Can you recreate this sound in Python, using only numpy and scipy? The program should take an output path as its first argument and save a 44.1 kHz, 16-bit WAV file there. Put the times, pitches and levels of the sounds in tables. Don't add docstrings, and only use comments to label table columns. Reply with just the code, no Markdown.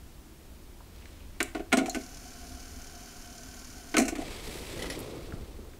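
import sys
import numpy as np
from scipy import signal
from scipy.fft import rfft, irfft, next_fast_len
from scipy.io import wavfile
from scipy.ndimage import uniform_filter1d

SR = 44100
rng = np.random.default_rng(int(sys.argv[2]) if len(sys.argv) > 2 else 0)


def transcribe(signal):
    frames = np.atleast_2d(signal).T
    limited = np.clip(frames, -1, 1)
    pcm = np.round(limited * 32767).astype(np.int16)
    wavfile.write(sys.argv[1], SR, pcm)


def invert_db(level):
    return 10 ** (np.asarray(level, dtype=float) / 20)


N = 255471
T = np.arange(N) / SR


def unit(x):
    return x / np.sqrt(np.mean(x ** 2))


def add(out, start_s, x):
    i = int(start_s * SR)
    out[i:i + len(x)] += x[:N - i]


def curve(start_s, rise_s, hold_s, db, fade_db_per_s):
    rise = np.sin(np.pi / 2 * np.clip((T - start_s) / rise_s, 0, 1)) ** 2
    fading_s = np.clip(T - start_s - rise_s - hold_s, 0, None)
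    return rise * invert_db(db - fade_db_per_s * fading_s)


def walk(rate_hz):
    k = int(SR / rate_hz)
    steps = np.repeat(rng.standard_normal(N // k + 1), k)
    return unit(uniform_filter1d(uniform_filter1d(steps, k), k)[:N])


def colour(x, spectrum):
    size = next_fast_len(N)
    hz, db = np.transpose(spectrum)
    bin_hz = np.arange(size // 2 + 1) * SR / size
    gain = invert_db(np.interp(np.log(bin_hz + 1), np.log(hz), db, left=-90, right=-90))
    return irfft(rfft(x, size) * unit(gain), size)[:N]


def ring(x, modes):
    out = np.zeros(len(x))
    for k, (hz, t60_s, db) in enumerate(modes):
        radius = 1000 ** (-1 / (t60_s * SR))
        angle = 2 * np.pi * hz / SR
        poles = [1, -2 * radius * np.cos(angle), radius ** 2]
        out += (-1) ** k * invert_db(db) * signal.lfilter([0, np.sin(angle)], poles, x)
    return out


def butter(x, hz, kind):
    return signal.sosfilt(signal.butter(2, hz, kind, fs=SR, output="sos"), x)


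# start in seconds, panel thump drive in dB,
# panel pitch struck in Hz, lever clack drive in dB, treble snap drive in dB.
BLOWS = [(1.404, -16.5, 333, -15.5, -27), (1.549, -19, 325, -31, -44), (1.565, -29, 340, -42.5, -60),
         (1.596, -21, 334, -41.5, -56), (1.72, -24, 754, -27, -46), (1.727, -10.5, 345, -14.5, -20),
         (1.732, -8.5, 242, -18, -30), (1.771, -9.5, 242, -24, -23.5), (1.786, -14.5, 270, -23.5, -35),
         (1.809, -16, 192, -46, -57), (1.83, -18.5, 268, -61, -63), (1.859, -22.5, 296, -33.5, -35),
         (1.879, -24, 705, -44, -46), (1.947, -22, 349, -26, -31), (1.963, -18.5, 248, -62, -59),
         (3.942, -17, 325, -21.5, -39), (3.968, -12, 390, -11, -20), (3.981, -7.5, 255, -27, -17),
         (3.999, -10.5, 242, -28, -25.5), (4.018, -15, 262, -38, -31), (4.054, -20.5, 261, -55, -34.5),
         (4.081, -21.5, 256, -31, -25.5), (4.122, -20.5, 322, -44, -51), (4.154, -26, 294, -32.5, -39),
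         (4.182, -20, 286, -42, -43), (4.196, -31, 650, -46, -50), (4.214, -30, 710, -52, -42.5)]
# pitch in Hz, time to fall 60 dB in seconds, relative level in dB.
PANELS = [(150, 0.038, -14), (190, 0.034, -3.5), (232, 0.066, -1.5), (261.4, 0.11, -0.5),
          (329, 0.081, -0.5), (372, 0.05, -2), (408, 0.092, -1.5), (487, 0.098, -7.5), (551, 0.095, -9.5),
          (628, 0.064, -5.5), (652, 0.09, 0), (703, 0.094, 0), (746.4, 0.063, 0), (810, 0.061, -12)]
# pitch in Hz, time to fall 60 dB in seconds, relative level in dB.
LEVERS = [(1070, 0.053, -2.5), (1127, 0.016, -6), (1303, 0.044, -7), (1404, 0.042, -4), (1527, 0.059, -3),
          (1706, 0.013, -2), (2050, 0.048, -17), (2046, 0.013, -3), (2293, 0.013, -2.5), (2410, 0.11, -18),
          (2765, 0.019, -35), (3110, 0.027, -22.5)]
# frequency in Hz, relative level in dB per Hz.
SNAP = [(1650, 3), (2800, 3.5), (3260, -34), (4150, 4), (4730, -7), (5720, 3), (7890, 1.5), (12100, -8.5),
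        (16000, -21)]
RATTLE_S, FIRM_DB, RATTLE_S_PER_DB = .0065, -14, .00035


def mechanism():
    out, knocks, snaps = np.zeros((3, N))
    t = T[:SR // 3]
    impulse = t == 0
    for start_s, thump_db, struck_hz, clack_db, snap_db in BLOWS:
        decay_s = np.clip(RATTLE_S + RATTLE_S_PER_DB * (FIRM_DB - clack_db), .001, .016)
        rattle = np.exp(-t / decay_s) * rng.standard_normal((3, len(t)))
        shifts = rng.standard_normal(len(PANELS))
        panels = [(hz * (1 + .025 * shift), t60_s, db - min(20 * abs(np.log2(hz / struck_hz)), 11))
                  for (hz, t60_s, db), shift in zip(PANELS, shifts)]
        luck = rng.standard_normal(len(LEVERS))
        levers = [(hz * (1 + .03 * shift), t60_s, db + 2.63 * g)
                  for (hz, t60_s, db), g, shift in zip(LEVERS, luck, shifts)]
        thump = ring(invert_db(-4) * impulse + invert_db(-39) * rattle[0], panels)
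        clack = ring(invert_db(-15) * impulse + invert_db(-28) * rattle[1], levers)
        add(out, start_s, invert_db(thump_db) * thump)
        add(out, start_s, invert_db(clack_db) * clack)
        add(knocks, start_s, invert_db(clack_db) * (rattle[1] + 6 * impulse))
        add(snaps, start_s, invert_db(snap_db) * (rattle[2] + 3.5 * impulse))
    out += invert_db(4) * butter(knocks, [880, 2900], "band")
    out = butter(out, 109, "high")
    return out + invert_db(-4) * colour(snaps, SNAP)


# start in seconds, peak level in dB, centre in Hz, approximate width in Hz,
# time for the scratch to fall 60 dB in seconds.
TICKS = [(.805, -42, 900, 300, .03), (.9605, -47, 4500, 3000, .02), (1.0218, -44, 2100, 1000, .02),
         (1.2034, -47, 2660, 500, .02), (1.056, -39.5, 2100, 1920, 0.033),
         (1.4288, -14.5, 8500, 3500, 0.004), (1.4315, -24, 8000, 3000, .006), (1.459, -49, 6500, 2000, .02),
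         (1.578, -47, 6500, 2000, 0.033), (1.73, -32, 8200, 200, 0.13), (1.896, -24.5, 6540, 870, 0.045),
         (1.895, -34, 4150, 250, 0.075), (1.896, -28, 10500, 3000, 0.014), (2.387, -47, 8750, 1500, .02),
         (3.932, -42, 5500, 3000, .015), (4.552, -36, 350, 200, .04), (4.843, -30, 1200, 1000, 0.029),
         (4.991, -30, 11000, 6000, .02), (5.002, -32, 11500, 3500, 0.027), (5.323, -33.5, 1400, 395, 0.023),
         (5.338, -30.5, 91, 60, 0.02), (5.409, -42, 60, 50, 0.044), (5.588, -38, 250, 99, 0.049),
         (5.736, -45, 1000, 1200, .02)]


def ticks():
    out = np.zeros(N)
    t = T[:SR // 5]
    for start_s, peak_db, hz, width_hz, t60_s in TICKS:
        resonance = signal.iirpeak(hz, hz / width_hz / 1.5, fs=SR)
        scratch = rng.standard_normal(len(t)) * 1000 ** (-t / t60_s) + 3.4 * (t == 0)
        band = signal.lfilter(*resonance, signal.lfilter(*resonance, scratch))
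        add(out, start_s, invert_db(peak_db) * band / np.max(np.abs(band)))
    return out


# pitch in Hz, width in Hz, relative height of the peak in dB.
GEARS = [(2310, 160, 0), (4420, 200, -1), (4990, 60, -1), (5210, 110, 1), (5620, 90, -1), (5870, 80, -1),
         (6100, 200, 0), (6470, 130, 0), (6680, 60, 0), (7130, 90, 0), (7380, 120, -4), (9290, 160, -2),
         (10100, 70, -5), (10600, 210, -4), (11500, 120, -6), (13200, 50, -7), (13400, 40, -7),
         (13700, 200, -3)]
# frequency in Hz, relative level in dB per Hz.
WHIR = [(600, -30), (1000, -5), (2000, -5), (3000, -4), (3600, -8), (4800, -3), (6200, -2), (7300, -3),
        (7800, -11), (9200, -6), (12000, -11), (14200, -16), (16000, -21)]
PANEL_HUM_DB = [-12, -25, 1, 1.5, -21, -18, -6.5, -11, -9.5, -8, -8, -2.5, -3.5, -0.5]
MOTOR_ON_S, SPIN_UP_S, BRAKE_ON_S, BRAKE_DB_PER_S, MOTOR_DB = 1.87, .07, 3.95, 200, -54.3
MOTOR_HZ, MOTOR_TURN_S = 37.35, 2.708
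MESH_HZ, MESH_CREEP_HZ_PER_S, LOAD_SAG = 3010, 35, .22


def motor():
    turn = ((T - MOTOR_TURN_S) * MOTOR_HZ + 0.078 * walk(2.4)) % 1
    throb = np.exp(-turn / .5) * invert_db(1.5 * walk(MOTOR_HZ) + 2 * walk(400))
    pinion = signal.lfilter(*signal.iirpeak(6000, 1.6, fs=SR), throb * rng.standard_normal((2, N)))
    grind = rng.standard_normal((2, N)) * invert_db(1.1 * walk(400))
    teeth = unit(grind + invert_db(-5) * unit(pinion))

    gear_modes = [(hz, np.log(1000) / np.pi / width_hz, db + 20 * np.log10(width_hz))
                  for hz, width_hz, db in GEARS]
    hiss = colour(teeth[1], WHIR) + invert_db(-2.5) * unit(ring(teeth[0], gear_modes))

    running_s = np.clip(T - MOTOR_ON_S, 0, None)
    mesh_hz = MESH_HZ * (1 - LOAD_SAG * np.exp(-running_s / .1)) + MESH_CREEP_HZ_PER_S * running_s
    phase = 2 * np.pi * np.cumsum(mesh_hz + 25 * walk(87)) / SR
    whine = invert_db(3.5 * walk(60)) * np.sin(phase)

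    panel_modes = [(hz, t60_s, db + more) for (hz, t60_s, db), more in zip(PANELS, PANEL_HUM_DB)]
    lever_modes = [(hz, t60_s, db - 20 * abs(np.log2(hz / 1460))) for hz, t60_s, db in LEVERS]
    panels = unit(ring(rng.standard_normal(N), panel_modes))
    levers = unit(ring(rng.standard_normal(N), lever_modes))

    power = curve(MOTOR_ON_S, SPIN_UP_S, BRAKE_ON_S - MOTOR_ON_S - SPIN_UP_S, MOTOR_DB, BRAKE_DB_PER_S)
    return power * (hiss + invert_db(-13) * whine + invert_db(.5) * panels + invert_db(-6) * levers)


# start in seconds, rise in seconds, hold in seconds, level in dB,
# fade in dB per second.
MOVES = [(.8, .25, .1, -61.5, 35), (4.16, .08, .62, -45.5, 25)]
LATE_SWISH = (4.6, .4, .12, -44, 25)
QUICKENING = (4.2, .36, .05, -8.5, 20)
# frequency in Hz, relative level in dB per Hz.
WEAVE = [(410, -12), (700, -1), (1440, -7), (2270, -0.5), (2840, -4), (3740, -3), (4610, -5.5), (6920, -11),
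         (7790, -8.5), (14000, -18.5), (16000, -25)]
# frequency in Hz, relative level in dB per Hz.
SWISH = [(59, -37), (100, -2), (194, -5), (354, 0), (490, -3), (855, -17.5), (1250, -18.5), (1600, -25.5),
         (2080, -55), (3520, -120)]
SWISH_DB, TREBLE_DB = 0, -10


def sleeve():
    grain = unit(rng.standard_normal(N) * invert_db(1.5 * walk(200) + .5 * walk(25)))
    folds = unit(rng.standard_normal(N) * invert_db(1.2 * walk(40)))
    weave = colour(grain, WEAVE)
    bright = butter(weave, 5500, "high")
    treble = (invert_db(TREBLE_DB) + curve(*QUICKENING)) * unit(bright)
    hiss = weave - bright + treble
    drag = sum(curve(*move) for move in MOVES)
    swish_level = invert_db(SWISH_DB) * drag + curve(*LATE_SWISH)
    return drag * hiss + swish_level * colour(folds, SWISH)


# start in seconds, drive in dB.
CREAKS = [(4.7923, -29), (4.8214, -24.5), (4.8556, -31), (4.8993, -22), (4.9217, -31.5)]
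# pitch in Hz, time to fall 60 dB in seconds, relative level in dB.
CREAK_RING = [(1974, 0.022, -5), (2530, .012, -14), (3050, 0.014, -8), (3400, .02, -9),
              (4300, 0.0046, -3.5), (5300, 0.015, -10.5), (5700, 0.0098, -11), (7200, 0.0029, -6),
              (10500, 0.003, -3)]


def creaks():
    slips = np.zeros(N)
    t = T[:SR // 10]
    for start_s, drive_db in CREAKS:
        add(slips, start_s, invert_db(drive_db) * rng.standard_normal(len(t)) * np.exp(-t / 0.013))
    return ring(invert_db(-24) * slips, CREAK_RING)


def echo(hits):
    t = T[:SR // 2]
    t60_s, onset_s = 0.33, 0.0049
    tail = rng.standard_normal(len(t)) * 1000 ** (-t / t60_s) * np.clip(t / onset_s, 0, 1)
    tail = signal.lfilter([1], [1, -.4], tail)
    return invert_db(-13.5) * signal.fftconvolve(hits, tail / np.sqrt(np.sum(tail ** 2)))[:N]


# frequency in Hz, relative level in dB per Hz.
HISS = [(59, -56), (100, -3), (244, -4.5), (350, -4.5), (406, -10.5), (481, -13), (535, -12.5), (991, -17),
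        (1360, -19.5), (1610, -20.5), (16000, -28)]
# frequency in Hz, relative level in dB per Hz.
RUMBLE = [(8.8, -40), (15, 1.5), (54, 0.5), (71, 0), (92, -7), (118, -30.5), (150, -21), (200, -23),
          (330, -120)]
RUMBLE_STIRRED = (3.9, .3, .4, -50, 9)
HISS_DB, RUMBLE_DB = -54, -48


def room():
    hiss = invert_db(HISS_DB) * colour(rng.standard_normal(N), HISS)
    level = (invert_db(RUMBLE_DB) + curve(*RUMBLE_STIRRED)) * invert_db(1.5 * walk(5))
    return hiss + level * colour(rng.standard_normal(N), RUMBLE)


def scene():
    hits = mechanism() + ticks() + creaks()
    mono = hits + echo(hits) + motor() + sleeve() + room()
    return np.array([mono, mono])


def roll_off(x):
    return signal.sosfilt(signal.butter(12, 16640, fs=SR, output="sos"), x)


def record(dry):
    mix = signal.sosfilt(signal.ellip(14, .5, 60, 15730, fs=SR, output="sos"), dry)
    return roll_off(mix)


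dry = scene()
out = record(dry)
transcribe(out)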